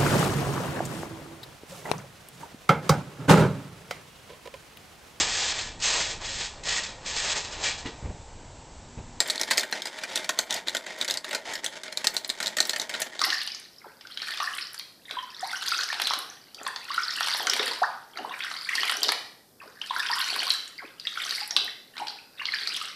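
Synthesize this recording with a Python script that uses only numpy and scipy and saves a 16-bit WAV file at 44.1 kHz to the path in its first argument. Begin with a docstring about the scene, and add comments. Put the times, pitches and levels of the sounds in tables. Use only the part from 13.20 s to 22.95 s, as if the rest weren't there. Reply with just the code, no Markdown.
"""A small hard-walled bathroom, one mono microphone close to a shallow plastic tub of water.
Over a faint hush, a hand pours a scoop over a large lizard: it gurgles and patters on scales and water,
then stray drops slap and plink. The hand dips in with a run of glugs, lifts and pours, again and again.
About halfway, one big air cavity pinches off with a rising plop, and the scooping carries on.
Tub and walls ring on behind every splash."""
import sys
import numpy as np
from scipy import signal
from scipy.fft import rfft, irfft
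from scipy.io import wavfile
from scipy.ndimage import uniform_filter1d

SR = 44100
rng = np.random.default_rng(int(sys.argv[2]) if len(sys.argv) > 2 else 0)


def unload_audio(sound):
    """Save the sound as a 16-bit wav file, at the path given as the first command line argument."""
    columns = np.transpose(np.atleast_2d(sound))
    # keep every value between -1 and 1, then stretch to whole-number steps
    steps = np.round(np.clip(columns, -1, 1) * 32767)
    wavfile.write(sys.argv[1], SR, steps.astype(np.int16))


N = 429975
TIME = np.arange(N) / SR

# the heaviest drops that slap the water; body and spray are relative to the drop's level:
# start_s, level_db, ring_hz, body_db, spray_db
HEAVY_DROPS = [(0.0146, -15, 4920, -14, -17), (0.039, -14.5, 4830, -13, -28), (0.102, -18, 4070, -14, -30),
               (0.2151, -21, 3860, -22, -24), (0.274, -21, 4300, -19, -23), (0.3466, -27.5, 5150, -21, -32),
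               (0.8094, -34, 3930, -17, -35), (0.87, -33, 4450, -17, -28), (0.9728, -22.5, 3540, -25, -28),
               (1.018, -23, 4200, -15, -36), (1.083, -29, 4450, -19, -14), (1.106, -27.5, 4150, -15, -16),
               (1.137, -29, 3080, -12, -17), (1.2, -24, 3400, -4.5, -30), (1.3847, -25.5, 2430, -33, -23),
               (1.543, -31.5, 5460, -7.5, -7), (1.5951, -26, 4020, -16.5, -28),
               (1.9092, -24.5, 3560, -10.5, -21), (2.3285, -30, 4640, -5, -12),
               (2.426, -24.5, 4050, -9.5, -20), (2.475, -20.5, 3680, -30, -21),
               (2.4817, -28, 4400, -34, -16), (2.6332, -21, 4700, -22, -19),
               (2.6878, -27, 4840, -10.5, -23), (2.727, -23.5, 3600, -4, -18),
               (2.741, -26.5, 3650, -16, -18), (2.798, -19.5, 2900, -6.5, -18),
               (2.8174, -16.5, 4350, -14, -19), (2.8705, -15.5, 3770, -19, -18),
               (2.9347, -17.5, 4150, -10, -16), (3.345, -33.5, 4480, -30, -14),
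               (3.4648, -24, 4330, -1, -29), (3.56, -23.5, 4470, -10, -37), (3.908, -24.5, 4470, -30, -33),
               (4.0062, -22.5, 4160, 1.5, -15), (4.043, -25, 3350, -11, -24),
               (4.071, -19, 4140, -10.5, -13.5), (4.0834, -20.5, 3830, -8, -23),
               (4.1137, -21.5, 4230, -17, -24), (4.1467, -27.5, 4200, 0.5, -22),
               (4.2695, -17.5, 2890, -11, -23), (4.2692, -16.5, 5660, -24, -30),
               (4.297, -13.5, 5250, -31, -25), (4.3334, -15, 3460, -17, -16), (4.3645, -29, 3820, 2.5, -20),
               (4.3942, -19.5, 3460, -5, -36), (4.4283, -19.5, 3370, -12, -19),
               (4.4778, -22, 3800, -10, -12.5), (4.533, -27.5, 4670, -17, -18),
               (4.63, -28.5, 4350, -18, -20), (4.9725, -31, 4200, -1.5, -19), (5.205, -23, 2290, -28, -35),
               (5.237, -31, 4240, -17, -28), (5.313, -28.5, 4200, -3.5, -22), (5.4897, -17, 2380, -30, -22),
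               (5.5532, -16.5, 4830, -15, -16), (5.605, -22, 4220, -28, -22), (5.632, -20, 2920, -5, -27),
               (5.695, -15, 3540, -8, -17), (5.72, -23, 3300, 0, -13), (5.8307, -13.5, 4530, -19.5, -21),
               (5.839, -19, 4200, -18, -26), (5.8834, -17, 4860, -16, -34), (5.8894, -14.5, 4180, -7, -21),
               (5.9193, -21, 4100, 0, -20), (6.616, -31, 4730, -10, -35), (6.708, -26.5, 3450, -10, -27),
               (7.23, -21, 2930, -15, -14), (7.3032, -10.5, 4050, -34, -34),
               (7.7973, -28.5, 4400, -27, -22), (7.87, -19.5, 3360, -26, -45), (8.092, -25, 4350, -22, -21),
               (8.108, -20.5, 4200, -23, -20), (8.3074, -22, 5060, -14.5, -36), (8.364, -9, 3760, -17, -22),
               (8.767, -34, 4000, -3.5, -35), (8.7793, -27.5, 3650, -13, -23), (8.869, -25, 3670, -39, -25),
               (8.882, -24.5, 4330, -24, -28), (9.254, -17, 3879, -26, -45), (9.337, -23, 2390, -18, -20),
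               (9.473, -23, 4780, -11, -19), (9.5632, -21, 3710, -34, -12), (9.6127, -26, 3380, -29, -31)]
# the larger trapped bubbles: start_s, pitch_hz, level_db, life_ms, rise_fraction
AIR_POCKETS = [(0.016, 1160, -13, 3.3, 0.055), (0.124, 1756, -17.5, 5, 0.026),
               (0.851, 1430, -37.5, 6.3, 0.13), (1.083, 1760, -27, 5.9, 0.05),
               (1.203, 1163, -21.5, 7.4, 0.052), (1.224, 1083, -25.5, 9.7, 0.28),
               (1.274, 1734, -22.5, 5.5, 0.066), (1.969, 1010, -24.5, 11, 0.022),
               (1.987, 3150, -27.5, 4.9, 0.018), (2.228, 737, -27, 17, 0.12), (2.243, 825, -30, 13, 0.32),
               (2.332, 1460, -26, 10, 0.08), (2.52, 1340, -18.5, 6, 0.073), (2.589, 1354, -20.5, 5.1, 0.3),
               (2.701, 1754, -24.5, 5.8, 0.06), (2.908, 1070, -11, 2.04, 0.05),
               (3.466, 1010, -30, 16, 0.054), (3.482, 1690, -23, 3.4, 0.054),
               (3.703, 1072, -26.5, 11.7, 0.32), (3.779, 1348, -14.5, 6, 0.11), (4.203, 830, -21, 3.4, 0.1),
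               (4.274, 1420, -18, 3.9, 0.04), (4.397, 426, -22.5, 10.8, 0.22),
               (4.463, 1820, -23, 3.7, 0.055), (4.512, 900, -30, 10, 0.3), (5.047, 850, -24, 5.4, 0.39),
               (5.109, 1010, -29, 6.1, 0.11), (5.246, 1450, -24, 3.9, 0.062), (5.489, 1910, -19, 4.7, 0.05),
               (5.532, 2094, -26.5, 12, 0.05), (5.581, 1860, -17, 4.9, 0.045),
               (6.615, 2910, -21, 2.8, 0.08), (6.707, 986, -19.5, 6.5, 0.054),
               (6.763, 1430, -16.5, 2.9, 0.08), (6.8, 1675, -21.5, 6, 0.068),
               (6.899, 900, -22.5, 11.5, 0.26), (6.929, 1810, -23.5, 5.9, 0.11),
               (6.971, 1008, -28.5, 14, 0.36), (7.162, 1020, -25, 4, 0.05), (7.268, 1014, -32, 19, 0.64),
               (7.586, 2150, -31.5, 3.7, 0.03), (7.592, 2000, -32.5, 5.1, 0.06),
               (7.601, 1570, -37, 6.4, 0.03), (7.853, 1860, -32.5, 4.7, 0.11),
               (7.974, 1360, -21.5, 4.4, 0.1), (8.215, 813, -36.5, 14, 0.033),
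               (8.478, 1800, -27.5, 5.2, 0.2), (8.8, 883, -29.5, 9, 0.1), (8.816, 770, -28.5, 14, 0.21),
               (9.215, 1040, -31.5, 5.3, 0.1), (9.286, 2070, -24.5, 5.9, 0.04),
               (9.337, 1670, -19, 3.8, 0.045), (9.614, 1240, -27, 5.3, 0.037)]
# the hand going under: start_s, length_s, first_hz, last_hz, glug_db, stir_db
HAND_DIPS = [(0.641, 0.023, 1350, 385, -40, -59.5), (1.881, 0.05, 2700, 294, -40.5, -48),
             (3.383, 0.067, 2440, 453, -41.5, -52.5), (4.958, 0.052, 2230, 410, -38.5, -54),
             (5.115, 0.028, 2800, 1510, -40, -47), (6.4, 0.08, 1800, 288, -39.5, -58.5),
             (7.62, 0.03, 1170, 260, -40, -60.5), (8.773, 0.036, 2000, 1080, -41, -48.5),
             (9.194, 0.042, 2040, 1620, -31.5, -54)]


def undb(db):
    """Decibels to gain."""
    return 10 ** (np.asarray(db) / 20)


def unit(x):
    """Scale to rms 1."""
    return x / np.sqrt(np.mean(x ** 2))


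def add(track, start_s, sound):
    """Mix a sound into the track."""
    start = int(np.clip(start_s * SR, 0, N - 1))
    track[start:start + len(sound)] += sound[:N - start]


def colour(x, points):
    """Shape a sound by rows of frequency_hz, gain_db; the filter is causal, so attacks stay sharp."""
    size = 8192
    hz, db = np.transpose(points)
    bin_hz = np.arange(size // 2 + 1) * SR / size + 1
    log_gain = np.log(undb(np.interp(np.log(bin_hz), np.log(hz), db)))
    cepstrum = irfft(log_gain)[:size // 2]
    response = irfft(np.exp(rfft(np.r_[cepstrum[0], 2 * cepstrum[1:]], size)))
    return signal.fftconvolve(x, response)[:len(x)]


def burst(age, lo_hz, hi_hz, swell_s):
    """An impact: a band of noise that swells and dies away."""
    spectrum = rfft(rng.standard_normal(len(age)))
    hz = np.arange(len(spectrum)) * SR / len(age) + 1
    band = 1 / (1 + (lo_hz / hz) ** 8) / (1 + (hz / hi_hz) ** 8)
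    fade = (age / swell_s * np.exp(1 - age / swell_s)) ** 2
    return unit(irfft(spectrum * band, len(age)) * fade) * np.sqrt(np.mean(fade ** 2))


def bubbles(start_s, hz, db, life_s, rise):
    """One bubble per entry: each rings, climbs in pitch as it nears the surface, and bursts."""
    start_s, hz, db, life_s, rise = np.broadcast_arrays(start_s, hz, db, life_s, rise)
    samples = (2 * life_s * SR).astype(int) + 2
    # all bubbles end to end: which one a sample belongs to, and how far into it
    which = np.repeat(np.arange(len(start_s)), samples)
    step = np.arange(len(which)) - (np.cumsum(samples) - samples)[which]
    spent, cycles = step / SR / life_s[which], step / SR * hz[which]
    ring = np.sin(2 * np.pi * cycles * (1 + rise[which] * spent ** 2 / 3))
    envelope = (1 - np.exp(-cycles)) * np.exp(-spent ** 3)
    start = np.maximum(start_s * SR, 0).astype(int)
    return np.bincount(start[which] + step, undb(db)[which] * envelope * ring, N)[:N]


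def gate(start_s, end_s, fall_db_per_s, rise_db_per_s=272):
    """Gain that climbs to 1 by the start, holds, and dies away after the end."""
    early_s, late_s = np.maximum(start_s - TIME, 0), np.maximum(TIME - end_s, 0)
    return undb(-rise_db_per_s * early_s - fall_db_per_s * late_s)


def room_tone():
    """The faint, steady, low hush of the bathroom."""
    # spectrum of the hush: frequency_hz, gain_db
    hush_spectrum = [(20, -16), (40, -3.5), (75, -4.5), (130, 3), (220, 5), (400, 4), (800, -1),
                     (1500, -12.5), (3000, -19), (5000, -7), (6500, -12.5), (13500, -8.5), (15000, -18)]
    return undb(-59.5) * unit(colour(rng.standard_normal(N), hush_spectrum))


def handful(lift_s, pour_s, empty_s, swell_db, sag_db):
    """Gain of one scoop: it is gathered, leaks through the fingers, pours thinner, runs off the scales."""
    gather = undb(-14) * gate(lift_s - 0.11, lift_s, fall_db_per_s=161)
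    shape = undb(np.interp(TIME, [lift_s, pour_s, empty_s], [-swell_db, 0, -sag_db]))
    stream = gate(lift_s, empty_s, fall_db_per_s=161)
    runoff = undb(-8) * gate(lift_s, empty_s, fall_db_per_s=49.5)
    return np.maximum(shape * np.maximum(stream, runoff), gather)


def flow():
    """How hard the water patters, gurgles, sloshes and sprays as the hand dips, lifts and pours."""
    # scoops lifted and tipped out: lift_s, pour_s, empty_s, gurgle_db, patter_db, spray_db
    scoops = [(0.0, 0.036, 0.14, -40, -30.5, -62), (1.016, 1.234, 1.395, -43, -37, -51),
              (2.215, 2.253, 2.435, -44.5, -41.5, -56), (2.478, 2.534, 2.63, -41.5, -31.5, -48),
              (2.788, 2.813, 2.922, -42, -35.5, -54), (3.696, 4.042, 4.57, -40.5, -37, -49.5),
              (5.212, 5.26, 5.37, -42.5, -39.5, -52), (5.511, 5.69, 5.7, -44, -34.5, -43.5),
              (6.744, 7.05, 7.326, -38.5, -33.5, -46.5), (7.964, 8.132, 8.21, -43.5, -34.5, -45),
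              (9.307, 9.49, 9.66, -45.5, -36.5, -54.5)]
    # the bath heaving against the tub: start_s, length_s, level_db
    heaves = [(0.01, 0.058, -46.5), (2.784, 0.24, -52), (3.413, 0.021, -49.5), (4.228, 0.23, -44),
              (4.99, 0.055, -45), (5.562, 0.22, -54), (5.826, 0.083, -43.5), (7.1, 0.15, -49),
              (8.37, 0.057, -49), (8.806, 0.021, -50.5)]
    patter, gurgle, spray = np.zeros((3, N))
    for *times, gurgle_db, patter_db, spray_db in scoops:
        patter += undb(patter_db) * handful(*times, swell_db=3.5, sag_db=4)
        gurgle += undb(gurgle_db) * handful(*times, swell_db=-0.5, sag_db=2.5)
        spray += undb(spray_db) * handful(*times, swell_db=6.5, sag_db=2)
    stir = sum(undb(db) * gate(start_s + length_s / 2, start_s + length_s + 0.004, fall_db_per_s=86)
               for start_s, length_s, *_, db in HAND_DIPS)
    slosh = sum(undb(db) * gate(start_s, start_s + length_s, fall_db_per_s=153)
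                for start_s, length_s, db in heaves)
    return (np.hypot(patter, stir), np.hypot(gurgle, undb(3) * stir),
            np.hypot(slosh, undb(-24.5) * patter), np.hypot(spray, undb(-8.5) * stir))


def swarm(per_s, lo_hz, hi_hz, cycles, rise, spread_db):
    """A stream of bubbles of random size, mostly faint, each living for about the given cycles."""
    when, size, life, lift, force = rng.random((int(per_s * N / SR), 5)).T
    hz = lo_hz * (hi_hz / lo_hz) ** size
    life_s = cycles * (.5 + life) / hz
    return unit(bubbles(when * N / SR, hz, spread_db * force ** 3, life_s, 2 * rise * lift))


def wash():
    """Countless tiny droplets merge into a noise whose strength flutters."""
    flutter = signal.sosfilt(signal.butter(2, 90, fs=SR, output="sos"), rng.standard_normal(N))
    return unit(rng.standard_normal(N) * undb(3.7 * unit(flutter)))


def running_water(patter_gain, gurgle_gain, slosh_gain, spray_gain):
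    """The pour patters and sprays, trapped air gurgles, and the bath sloshes round the hand."""
    # spectra of the four voices of the water: frequency_hz, gain_db
    patter_spectrum = [(500, -34), (1500, -7.5), (2600, -6.5), (3400, -2), (4500, 3), (5500, 0),
                       (6800, -11), (9000, -7.5), (15000, -25)]
    gurgle_spectrum = [(450, -7), (750, -18), (1100, 3), (1500, 11.5), (1900, 11.5), (2500, -6.5),
                       (3500, -26.5)]
    slosh_spectrum = [(90, -25), (160, -22), (270, -11.5), (420, -7), (600, -3.5), (780, 6), (1200, -16.5)]
    spray_spectrum = [(4000, -23), (7500, 0.5), (10500, 2.5), (14000, -3)]
    fizz = swarm(per_s=380, lo_hz=1800, hi_hz=6800, cycles=6.2, rise=0.071, spread_db=20.5)
    patter = unit(colour(fizz + undb(-6.5) * wash(), patter_spectrum))
    blips = swarm(per_s=420, lo_hz=696, hi_hz=2910, cycles=4.5, rise=0.15, spread_db=16.5)
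    gurgle = unit(colour(blips + undb(-7.5) * wash(), gurgle_spectrum))
    glugs = swarm(per_s=240, lo_hz=206, hi_hz=900, cycles=1.52, rise=0.17, spread_db=10.5)
    slosh = unit(colour(glugs, slosh_spectrum))
    # the smallest bubbles ring for a few milliseconds; droplets on bare scales just tick
    mist = swarm(per_s=300, lo_hz=6730, hi_hz=14300, cycles=30, rise=0.038, spread_db=16)
    ticks = swarm(per_s=140, lo_hz=7500, hi_hz=13500, cycles=3.5, rise=.05, spread_db=18)
    spray = unit(colour(mist + 0.87 * ticks + undb(-2.5) * wash(), spray_spectrum))
    return (undb(-0.5) * (patter_gain * patter + slosh_gain * slosh)
            + undb(-2.5) * (gurgle_gain * gurgle + spray_gain * spray))


def light_drops(patter_gain, per_s=9):
    """Lighter drops fall at random, as hard as the water patters; columns as in HEAVY_DROPS."""
    when, force, size, depth = rng.random((int(per_s * N / SR), 4)).T
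    patter_db = 20 * np.log10(patter_gain[(when * N).astype(int)] + 1e-9)
    level_db = patter_db + 5.5 + 3.5 * (2 * force - 1)
    ring_hz = 4030 * np.exp(.5 * (size - .5))
    tilt_db = 20 * (depth - .5)  # deeper drops have more body and less spray
    return np.c_[when * N / SR, level_db, ring_hz, -24 + tilt_db, -10.5 - tilt_db]


def slaps(patter_gain):
    """Each drop cracks on the surface, knocks the water below, throws spray and rings a tiny bubble."""
    out, age = np.zeros(N), np.arange(SR // 40) / SR
    drops = np.vstack([HEAVY_DROPS, light_drops(patter_gain)])
    for start_s, db, hz, body_db, spray_db in drops:
        crack = undb(-5) * burst(age, hz * 0.7, hz * 1.274, swell_s=0.0015)
        body = undb(body_db) * burst(age, 780, 2220, swell_s=0.0018)
        spray = undb(spray_db - 2.5) * burst(age, 5700, 12000, swell_s=0.003)
        add(out, start_s, undb(db) * (crack + body + spray))
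    start_s, db, hz, *_ = drops.T
    return out + bubbles(start_s + .0005, hz, db - 2, life_s=0.0023, rise=0.19)


def splashback(start_s, db, peak_s=0.016):
    """Gain of the droplets or froth that follow each event: it builds for a moment, then settles."""
    thrown = np.bincount((np.maximum(start_s, 0) * SR).astype(int), undb(db), N)
    flight = np.arange(SR // 4) / SR / peak_s
    return signal.fftconvolve(thrown, flight * np.exp((1 - flight ** 2) / 2))[:N]


def air_pockets():
    """The larger pockets of trapped air ring as short rising plops."""
    start_s, hz, db, life_ms, rise = np.transpose(AIR_POCKETS)
    return bubbles(start_s, hz, db, life_ms / 1000, rise)


def spits():
    """Fine droplets burst on the scales: the hard ones as a broad tick, the soft ones as a thin tink."""
    # the sharpest droplets: start_s, strength_db, pitch_hz
    droplets = [(0.0532, -18, 11000), (0.063, -25, 10200), (0.233, -29, 9900), (0.265, -28, 9900),
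                (0.399, -31, 9000), (1.232, -29, 10500), (1.351, -26, 9500), (1.373, -25, 9250),
                (1.532, -28.5, 11600), (1.5893, -28, 12000), (2.209, -27.5, 7900), (2.2734, -29, 9800),
                (2.490, -22, 10900), (2.543, -32, 8700), (2.817, -18.5, 11000), (2.8726, -19.5, 8850),
                (2.989, -19.5, 10900), (3.4321, -27, 8000), (3.477, -22.5, 9300), (3.742, -27, 10300),
                (4.003, -26, 9600), (4.085, -23, 9700), (4.140, -26, 10000), (4.1773, -23, 11000),
                (4.187, -24, 10700), (4.227, -27, 13000), (4.298, -23, 10000), (4.337, -27, 10900),
                (4.364, -22.5, 7540), (4.459, -19.5, 9400), (5.248, -32, 9150), (5.5502, -24, 8560),
                (5.598, -29, 9200), (5.714, -18.5, 9500), (5.768, -26, 11000), (5.807, -24, 7400),
                (5.831, -15, 9500), (5.9197, -15.5, 9800), (6.785, -27.5, 10400), (6.995, -24, 11600),
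                (7.010, -23, 10100), (7.139, -28, 9300), (7.162, -21.5, 10200), (7.280, -29, 11100),
                (7.296, -22, 9300), (7.302, -23, 10000), (7.319, -22, 11200), (7.478, -29.5, 7000),
                (8.2767, -23, 10500), (8.446, -28, 10100), (9.540, -24, 7400), (9.657, -30, 7800)]
    out, age = np.zeros(N), np.arange(SR // 80) / SR
    for start_s, db, hz in droplets:
        octaves = 2.6 * undb(db) ** 0.65
        edge_ratio = 2 ** (octaves / 2)
        add(out, start_s, undb(db - 7.5) * burst(age, hz / edge_ratio, hz * edge_ratio, swell_s=0.0008))
    return out


def drips():
    """Each lone drip traps a tiny bubble that plinks for about eight cycles."""
    # single drips into the tub: start_s, pitch_hz, level_db
    plinks = [(0.183, 4500, -21), (0.319, 5040, -22.5), (0.584, 5170, -36.5), (0.616, 2100, -45),
              (1.114, 1800, -33), (1.336, 2980, -26), (1.454, 4900, -33), (1.470, 5300, -28),
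              (1.579, 4600, -28), (1.855, 3630, -37), (2.146, 3650, -32), (2.166, 4250, -31),
              (2.195, 5000, -28), (2.356, 3000, -27), (2.517, 4730, -16), (2.901, 5240, -19),
              (3.100, 5870, -29.5), (3.778, 1890, -29), (3.834, 5040, -17.5), (3.938, 4900, -23),
              (3.985, 2790, -23.5), (4.061, 4260, -21), (4.127, 4760, -19), (4.456, 3220, -26),
              (4.935, 3200, -40), (4.987, 2890, -31), (5.139, 2330, -29), (5.451, 4520, -26),
              (5.682, 2080, -23), (5.770, 5800, -19.5), (5.819, 3100, -22.5), (6.571, 1640, -42),
              (6.698, 3640, -24), (6.796, 3560, -22), (7.103, 4400, -15.5), (7.193, 4400, -16),
              (7.203, 2970, -20.5), (7.5805, 4680, -30.5), (7.652, 2460, -37), (7.852, 4730, -26),
              (8.001, 3050, -26), (8.2116, 4860, -21.5), (8.309, 5400, -17.5), (8.399, 3630, -19),
              (8.406, 4850, -22), (8.798, 2900, -32), (8.987, 2530, -37), (9.213, 1700, -36),
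              (9.386, 3570, -24), (9.4916, 4900, -20)]
    start_s, hz, db = np.transpose(plinks)
    return bubbles(start_s, hz, db, life_s=8.1 / hz, rise=0.023)


def hand_dips():
    """The hand slides under, trapping ever larger pockets: ragged glugs, lower and softer with depth."""
    out, depth = np.zeros(N), np.linspace(0, 1, 12)
    for start_s, length_s, first_hz, last_hz, db, _ in HAND_DIPS:
        late, detune, force = rng.uniform(-0.99, 1, (3, len(depth)))
        glug_s = start_s + length_s * depth + 0.00606 * late
        hz = first_hz * (last_hz / first_hz) ** depth * np.exp(0.37 * detune)
        out += bubbles(glug_s, hz, db - 6 * depth + 4 * force, life_s=0.0033 + 1 / hz, rise=0.065)
    return out


def cavity_plop(start_s):
    """One big cavity pinches off: its pitch holds, then shoots up as it reaches the surface."""
    low_hz, top_hz = 692, 1910
    turn_s, swoop_s, life_s = 0.017, 0.00353, 0.026
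    out, age = np.zeros(N), np.arange(int(2 * life_s * SR)) / SR
    pitch_hz = low_hz + (top_hz - low_hz) / (1 + np.exp((turn_s - age) / swoop_s))
    cycles = np.cumsum(pitch_hz) / SR
    envelope = (1 - np.exp(-2 * cycles)) * np.exp(-(age / life_s) ** 6)
    add(out, start_s, undb(-18) * envelope * np.sin(2 * np.pi * cycles))
    return out


def around_the_tub(x, spots, switch_s):
    """The water strikes a few spots in turn, so its echoes keep changing; one track a spot."""
    spot = (TIME / switch_s).astype(int) % spots
    return [x * uniform_filter1d(1. * (spot == k), size=180) for k in range(spots)]


def bathroom(x, tub_db, tub_decay_s, tail_db, t60_s):
    """Close direct sound, quick reflections off the tub sides, then the ring of the hard walls."""
    # standing waves between tub and walls: pitch_hz, strength_db, t60_s
    standing_waves = [(255, -76, 0.78), (430.5, -50, 0.33), (538, -54.5, 0.63), (738, -66, 0.45)]
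    # tone of the echoes: frequency_hz, gain_db
    echo_spectrum = [(150, -2), (800, 1), (2500, 1.5), (4800, 0.5), (7000, -2.5), (14000, -6)]
    age = np.arange(SR) / SR
    near, far = rng.standard_normal((2, SR))
    tub = near * np.exp(-age / tub_decay_s) * (age > .0012)
    tail = far * undb(-60 * age / t60_s) * (1 - np.exp(-age / 0.00098))
    echoes = (undb(tub_db) * unit(tub) + undb(tail_db) * unit(tail)) / np.sqrt(SR)
    response = (age == 0) + colour(echoes, echo_spectrum)
    # tub and walls ring evenly in colour, with no broad peaks or dips
    power = uniform_filter1d(np.abs(rfft(response)) ** 2, size=120)
    flatten_db = -10 * np.log10(power / uniform_filter1d(power, size=2500))
    response = colour(response, np.c_[np.arange(len(power)) + 1, flatten_db])
    modes = sum(undb(db - 60 * age / t60) * np.cos(2 * np.pi * hz * age) for hz, db, t60 in standing_waves)
    return signal.fftconvolve(x, response + undb(-4) * modes)[:N]


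def scene():
    """Water and room tone at the close microphone, the same in both channels."""
    patter_gain, gurgle_gain, slosh_gain, spray_gain = flow()
    slap_s, slap_db, *_ = np.transpose(HEAVY_DROPS)
    pocket_s, _, pocket_db, *_ = np.transpose(AIR_POCKETS)
    # slaps throw up droplets that patter back; large pockets break into froth that gurgles
    patter_with_droplets = np.hypot(patter_gain, splashback(slap_s, slap_db - 25))
    gurgle_with_froth = np.hypot(gurgle_gain, splashback(pocket_s, pocket_db - 26))
    sources = running_water(patter_with_droplets, gurgle_with_froth, slosh_gain, spray_gain)
    sources += hand_dips() + slaps(patter_gain) + spits() + drips()
    sources += air_pockets() + cavity_plop(start_s=4.618)
    water = sum(bathroom(part, tub_db=-2.5, tub_decay_s=0.0038, tail_db=-3, t60_s=0.54)
                for part in around_the_tub(sources, spots=3, switch_s=0.04))
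    # so small a body of water radiates almost no bass
    water = signal.sosfilt(signal.butter(2, 150, "high", fs=SR, output="sos"), water)
    return np.tile(water + room_tone(), (2, 1))


def record(dry):
    """The recorder cuts the treble steeply above 14.8 kHz."""
    return signal.sosfilt(signal.ellip(8, .2, 70, 14800, fs=SR, output="sos"), dry)


dry = scene()
out = record(dry)
unload_audio(out)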